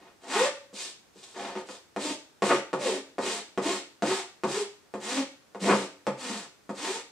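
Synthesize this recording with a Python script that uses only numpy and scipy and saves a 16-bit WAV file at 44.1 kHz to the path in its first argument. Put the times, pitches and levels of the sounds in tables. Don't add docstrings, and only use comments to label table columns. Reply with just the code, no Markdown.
import sys
import numpy as np
from scipy import signal
from scipy.fft import irfft
from scipy.io import wavfile
from scipy.ndimage import uniform_filter1d

SR = 44100
rng = np.random.default_rng(int(sys.argv[2]) if len(sys.argv) > 2 else 0)


def generate_wav(sig):
    pcm = np.round(np.clip(np.atleast_2d(sig).T, -1, 1) * 32767).astype(np.int16)
    wavfile.write(sys.argv[1], SR, pcm)


N = 313551
TIME = np.arange(N) / SR

# centre in Hz, width in Hz, lift (or dip) in dB.
BOARD_MODES = [(137.2, 14.4, 16), (197, 19, 11), (284.9, 3.9, 9.5), (324, 16.7, 9), (370.4, 22, 7),
               (525, 18, 7), (616, 40, -3.5), (734, 17, -12), (898.3, 33, 10.5), (1094, 72, -9),
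               (1160, 28, -22), (1224, 150, 7), (1410, 29, 1.5), (1874, 29, 10)]
# frequency in Hz, relative level in dB.
HISS_SPECTRUM = [(30, -69), (400, -2), (1200, -5), (2500, 2.5), (4000, 4.5), (6000, 2.5), (8000, 3.5),
                 (9200, -2.5), (10500, -13), (13000, -23.5), (15600, -46)]
# frequency in Hz, relative level in dB.
BLOW_SPECTRUM = [(25, -31), (55, -29), (100, -26), (135, -14.5), (200, -5.5), (320, -3), (480, 6.5),
                 (750, 0), (1200, -5.5), (1700, -9), (2400, -10.5), (3100, -16.5), (8500, -27.5),
                 (14000, -56)]


def amp(db):
    return 10 ** (np.asarray(db) / 20)


def evened(x):
    return x / np.sqrt(np.mean(x ** 2) + 1e-20)


def read(points, hz):
    f, value = np.transpose(points)
    return np.interp(np.log(hz + 1), np.log(f + 1), value)


def add(track, s, sound):
    part = track[max(round(s * SR), 0):][:len(sound)]
    part += sound[:len(part)]


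def drift(count, hz):
    size = max(int(SR / hz / 2), 1)
    smooth = uniform_filter1d(rng.standard_normal(count), size)
    return evened(uniform_filter1d(smooth, size))


def colour(x, spectrum, modes=(), tilt_db=0, size=16384):
    hz = abs(np.fft.fftfreq(size, 1 / SR))
    lift = 1 + sum((amp(db) ** 2 - 1) / (1 + (2 * (hz - f) / width) ** 2) for f, width, db in modes)
    octaves = np.log2(np.maximum(hz / 500, 1))
    gain = amp(read(spectrum, hz) + tilt_db * octaves) * np.sqrt(np.maximum(lift, 1e-3))
    response = np.exp(np.conj(signal.hilbert(np.log(gain))))
    taps = np.fft.ifft(response).real[:size // 2]
    return signal.oaconvolve(x, taps / np.linalg.norm(taps))[:N]


def grit(clump_db, clump_hz):
    return evened(rng.standard_normal(N) * amp(clump_db * drift(N, clump_hz)))


def arch(u, crest):
    return np.sin(np.pi * np.interp(u, [0, np.clip(crest, .1, .9), 1], [0, .5, 1]))


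def room_tone(level_db=-64, apart=0.79):
    # frequency in Hz, relative level in dB.
    quiet_spectrum = [(22, -17), (55, -3.5), (100, 0), (350, 3.5), (800, -2), (1500, -3.5), (3000, -9.5),
                      (6000, -10), (8500, -13.5), (11000, -19), (15600, -23.5)]
    shared, side = (colour(rng.standard_normal(N), quiet_spectrum) for _ in range(2))
    return amp(level_db) * np.array([shared + apart * side, shared - apart * side])


def handling(drag_db=-4, swish_db=0.0, crest=0.41, power=1.15):
    # start in seconds, length in seconds, relative drag in dB, relative swish in dB.
    hand_moves = [(-0.04, 0.18, -51.5, -75), (0.198, 0.28, -42.5, -54.5), (0.725, 0.21, -53.5, -41),
                  (1.124, 0.3, -61.5, -56), (1.227, 0.025, -72, -54), (1.33, 0.24, -34.5, -51),
                  (1.545, 0.091, -40, -55.5), (1.649, 0.16, -51, -51.5)]
    # frequency in Hz, relative level in dB.
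    drag_spectrum = [(25, -23), (55, -22), (100, -34), (200, -12), (400, 2.5), (700, 4), (1300, -6.5),
                     (2500, -7.5), (6000, -17), (16000, -66)]
    drag, swish = np.zeros((2, N))
    for start, length, low_db, high_db in hand_moves:
        move = arch((TIME - start) / length, crest) ** power
        drag += amp(low_db) * move
        swish += amp(high_db) * move
    grating = colour(drag * grit(clump_db=2.5, clump_hz=90), drag_spectrum, BOARD_MODES)
    rubbing = colour(swish * grit(clump_db=2.0, clump_hz=300), HISS_SPECTRUM)
    return amp(drag_db) * grating + amp(swish_db) * rubbing


def filing(wander=.35, uneven_db=3.5, gating=0.13, push_db=1.0, bite_db=-6, hiss_db=-4.5, tone_db=0,
           throb_db=4.5, throb_hz=38.6, lock_s=0.021, cut_power=1.07, push_power=0.99,
           sag_octaves=0.33, lean_db=7.5, sing_power=0.22):
    # start in seconds, length in seconds, crest of the speed as a share of the length,
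    # relative hiss in dB, teeth passing at mid-stroke in Hz, glide over the stroke in octaves,
    # moment of the hardest lean in seconds, spread of the lean in seconds, relative push on the board in dB,
    # unsteadiness of the teeth as a share of their spacing, relative hardness of the bite in dB,
    # share of the push that sings from 0 to 1.
    strokes = [ (0.272, 0.235, .58, -30, 453, 1.45, 0.43, 0.24, -25.5, .055, 6, 0.87),
               (1.979, 0.19, 0.39, -34, 311.5, 0.052, 2.09, 0.05, -32.5, 0.051, 1.5, 0.71),
               (2.42, 0.2, 0.23, -33, 370, -0.076, 2.55, 0.035, -29.5, 0.085, 8, 0),
               (2.783, 0.23, 0.36, -33.5, 429.4, -1.74, 2.895, 0.063, -28.5, .11, 4, 0.63),
               (3.196, 0.24, 0.37, -33, 425.5, 0.64, 3.25, 0.048, -33.5, .15, 4.5, 0.45),
               (3.607, 0.22, 0.37, -33, 357.4, 0.26, 3.69, 0.034, -26, .04, 4, 0.75),
               (4.023, 0.23, 0.36, -33, 383.5, 0.2, 4.09, 0.037, -28.5, 0.062, 5, 0.82),
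               (4.454, 0.21, 0.46, -34.5, 396, 0.56, 4.61, 0.076, -29, 0.075, 0, 0.97),
               (4.991, 0.26, 0.58, -33.5, 255.4, .7, 5.19, 0.025, -27, .06, 3, 0.85),
               (5.593, 0.3, 0.23, -33.5, 210.8, -0.26, 5.7, 0.034, -24.5, 0.097, 3.5, 0.65),
               (6.164, 0.32, 0.32, -38, 228.5, -0.89, 6.29, 0.041, -34.5, 0.1, 4.5, 0.81),
               (6.737, 0.3, 0.46, -35.5, 375.5, 1.5, 6.87, 0.06, -36, 0.066, 5, 0.63), ]
    # frequency in Hz, relative level in dB.
    push_spectrum = [(30, -47.5), (100, -56), (135, -26), (190, -8), (400, 2), (650, 7.5), (1000, -4),
                     (2000, -12.5), (5000, -70.5), (16000, -109)]
    bite_spectrum = [(30, -75), (300, -24), (700, 12.5), (1100, 3), (2000, 2), (3500, -7.5), (8000, -38.5),
                     (16000, -42)]
    push, bite, cut, tone = np.zeros((4, N))
    t = np.arange(SR // 2) / SR
    for (start, length, crest, cut_db, mid_hz, glide, lean_at, lean_s,
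         force_db, jitter, hardness_db, singing) in strokes:
        u = np.minimum(t / length, 1)
        speed = arch(u, crest)
        lean = np.exp(-.5 * ((start + t - lean_at) / lean_s) ** 2)
        cutting = amp(cut_db) * speed ** cut_power
        force = amp(force_db + lean_db * (lean - 1)) * speed ** push_power

        rate = mid_hz * 2 ** (glide * (u - .5) - sag_octaves * (2 * u - 1) ** 2)
        rate = rate * (1 + wander * jitter * drift(len(t), 60))
        turns = np.cumsum(rate) / SR
        at = np.flatnonzero(np.diff(np.floor(turns)))
        late, depth = rng.standard_normal((len(t), 2))[:len(at)].T
        period = SR / rate[at]
        places = np.clip(at + jitter * period * late, 0, len(t) - 1).astype(int)
        teeth = np.zeros(len(t))
        teeth[places] = np.sqrt(period) * amp(uneven_db * depth)

        locked = np.clip(t / lock_s, 0, 1)
        swing = evened(np.sin(2 * np.pi * turns) * amp(throb_db * drift(len(t), throb_hz)))
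        add(tone, start, locked * singing * lean ** sing_power * force * swing)
        add(push, start, np.sqrt(1 - singing ** 2) * force * teeth)
        add(bite, start, teeth * np.sqrt(force * cutting) * amp(hardness_db))
        add(cut, start, cutting * (1 + gating * np.cos(2 * np.pi * turns)))
    jolts = amp(push_db) * colour(push, push_spectrum, BOARD_MODES)
    snaps = amp(bite_db) * colour(bite, bite_spectrum, BOARD_MODES)
    chips = amp(hiss_db) * colour(cut * grit(clump_db=1.5, clump_hz=514.4), HISS_SPECTRUM)
    return jolts + snaps + chips, amp(tone_db) * tone


def blade(rise_s=0.013, throb=0.38, throb_hz=7.0):
    # start in seconds, pitch in Hz, relative level in dB, time to fall by 60 dB in seconds.
    blade_rings = [(0.45, 563.5, -40.5, 0.91), (2.959, 274, -38.5, 0.32), (4.6, 422, -46, 0.35),
                   (5.19, 275.4, -38.5, 0.38)]
    ring = np.zeros(N)
    for s, hz, db, t60 in blade_rings:
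        t = np.maximum(TIME - s, 0)
        level = np.minimum(t / rise_s, 1) * amp(db - 60 * t / t60)
        level *= 1 + throb * np.cos(2 * np.pi * throb_hz * t)
        ring += level * np.sin(2 * np.pi * hz * t)
    return ring


def knocks(blow_db=9, bounce_s=.007, bounce=1.2, settle_s=0.025, sharp_db=0.5, soft_db=-2.0,
           rattle=0.076, graze_db=-32, graze_s=0.025):
    # moment in seconds, relative strength in dB, relative hardness as a tilt in dB per octave.
    blows = [(0.73, -38.5, -5), (1.158, -41.5, -9), (1.554, -24.5, 0.5), (1.689, -31, 2.5),
             (1.963, -18, 0.5), (2.422, -9.5, 0.5), (2.731, -14.5, 0), (3.183, -16.5, -1), (3.576, -14, -1),
             (4.023, -12, 0), (4.436, -12, -1), (4.939, -20.5, -2), (5.548, -28, 0), (6.068, -14, 0.5),
             (6.693, -20.5, -3.5)]
    track, graze = np.zeros((2, N))
    t = np.arange(SR // 8) / SR
    for s, db, hardness_db in blows:
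        strike = -colour(signal.unit_impulse(len(t)), BLOW_SPECTRUM, BOARD_MODES, hardness_db + sharp_db)
        settling = rattle * rng.standard_normal(len(t)) * np.exp(-t / settle_s)
        settling[round(bounce_s * rng.uniform(.88, 1.12) * SR)] = bounce
        soft = colour(settling, BLOW_SPECTRUM, BOARD_MODES, hardness_db + soft_db)
        add(track, s, amp(db + blow_db) * (strike + soft))
        add(graze, s, amp(db + graze_db) * np.exp(-t / graze_s))
    return track + colour(graze * grit(clump_db=2.5, clump_hz=400), HISS_SPECTRUM)


def judder(rate_hz=520, level_db=-1.0, bright_db=2.5, low_hz=130, high_hz=2500):
    # moment of the height in seconds, spread in seconds, relative level in dB.
    bursts = [(2.515, 0.01, -18), (5.708, 0.021, -19.5)]
    turns = np.cumsum(rate_hz * np.exp(.5 * drift(N, 300))) / SR
    hops = np.diff(np.floor(turns), prepend=0)
    burst = sum(amp(db) * np.exp(-.5 * ((TIME - s) / spread) ** 2) for s, spread, db in bursts)
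    hits = evened(hops * rng.choice([-1, 1], N)) * burst
    band = signal.butter(3, [low_hz, high_hz], "band", fs=SR, output="sos")
    return amp(level_db) * colour(signal.sosfilt(band, hits), BLOW_SPECTRUM, BOARD_MODES, bright_db)


def workshop(x, echo_db=1.5, build_s=0.0019, size=32768):
    # frequency in Hz, time for the tail to fall by 60 dB in seconds.
    room_t60 = [(150, 0.19), (400, 0.37), (1000, 0.34), (2800, 0.44), (7500, 0.39), (14000, 0.16)]
    # frequency in Hz, relative level of the tail in dB.
    room_wet = [(100, 5.5), (400, 0), (1200, -1.5), (3000, 0.5), (8000, -0.5)]
    # frequency in Hz, left-right likeness of the tail from -1 to 1.
    room_same = [(100, 0.97), (350, .95), (700, 0.85), (1400, 0.58), (2800, -0.22), (5000, -0.069),
                 (9000, -0.43)]
    # delay in seconds, relative gain, lead of the left microphone in seconds.
    echoes = [(.0028, 0.41, .00005), (.0071, 0.16, -.00007), (0.01, .35, .00009), (0.0186, 0.21, .00005)]
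    hz, t, (a, b) = signal.stft(rng.standard_normal((2, size)), SR, nperseg=256)
    same = np.clip(read(room_same, hz), -1, 1)[:, None]
    t60 = read(room_t60, hz)[:, None]
    mid, side = a * np.sqrt((1 + same) / 2), b * np.sqrt((1 - same) / 2)
    decay = amp(read(room_wet, hz)[:, None] - 60 * t / t60)
    decay *= np.sqrt(2 * np.log(1000) / (t60 * SR))
    tail = signal.istft(np.array([mid + side, mid - side]) * decay, SR, nperseg=256)[1][:, :size]
    tail *= 1 - np.exp(-(TIME[:size] / build_s) ** 2)

    hz, ear = np.fft.rfftfreq(size, 1 / SR), np.array([[-.5], [.5]])
    early = sum(gain * np.exp(-2j * np.pi * hz * (delay + ear * lead)) for delay, gain, lead in echoes)
    direct_and_early = irfft(1 + amp(echo_db) * early)
    return signal.fftconvolve(x[None], tail + direct_and_early, axes=1)[:, :N]


def scene(left_db=0.14, tone_room=0.57):
    rasp, tone = filing()
    tone = tone + blade()
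    work = rasp + judder() + knocks() + handling()
    heard = workshop(work + tone_room * tone) + (1 - tone_room) * tone
    return heard * amp([[left_db], [-left_db]]) + room_tone()


def record(dry, edge_hz=15650):
    taps = signal.firwin(511, edge_hz, window=("kaiser", 9), fs=SR)
    return signal.oaconvolve(dry, taps[None], "same")


dry = scene()
out = record(dry)
generate_wav(out)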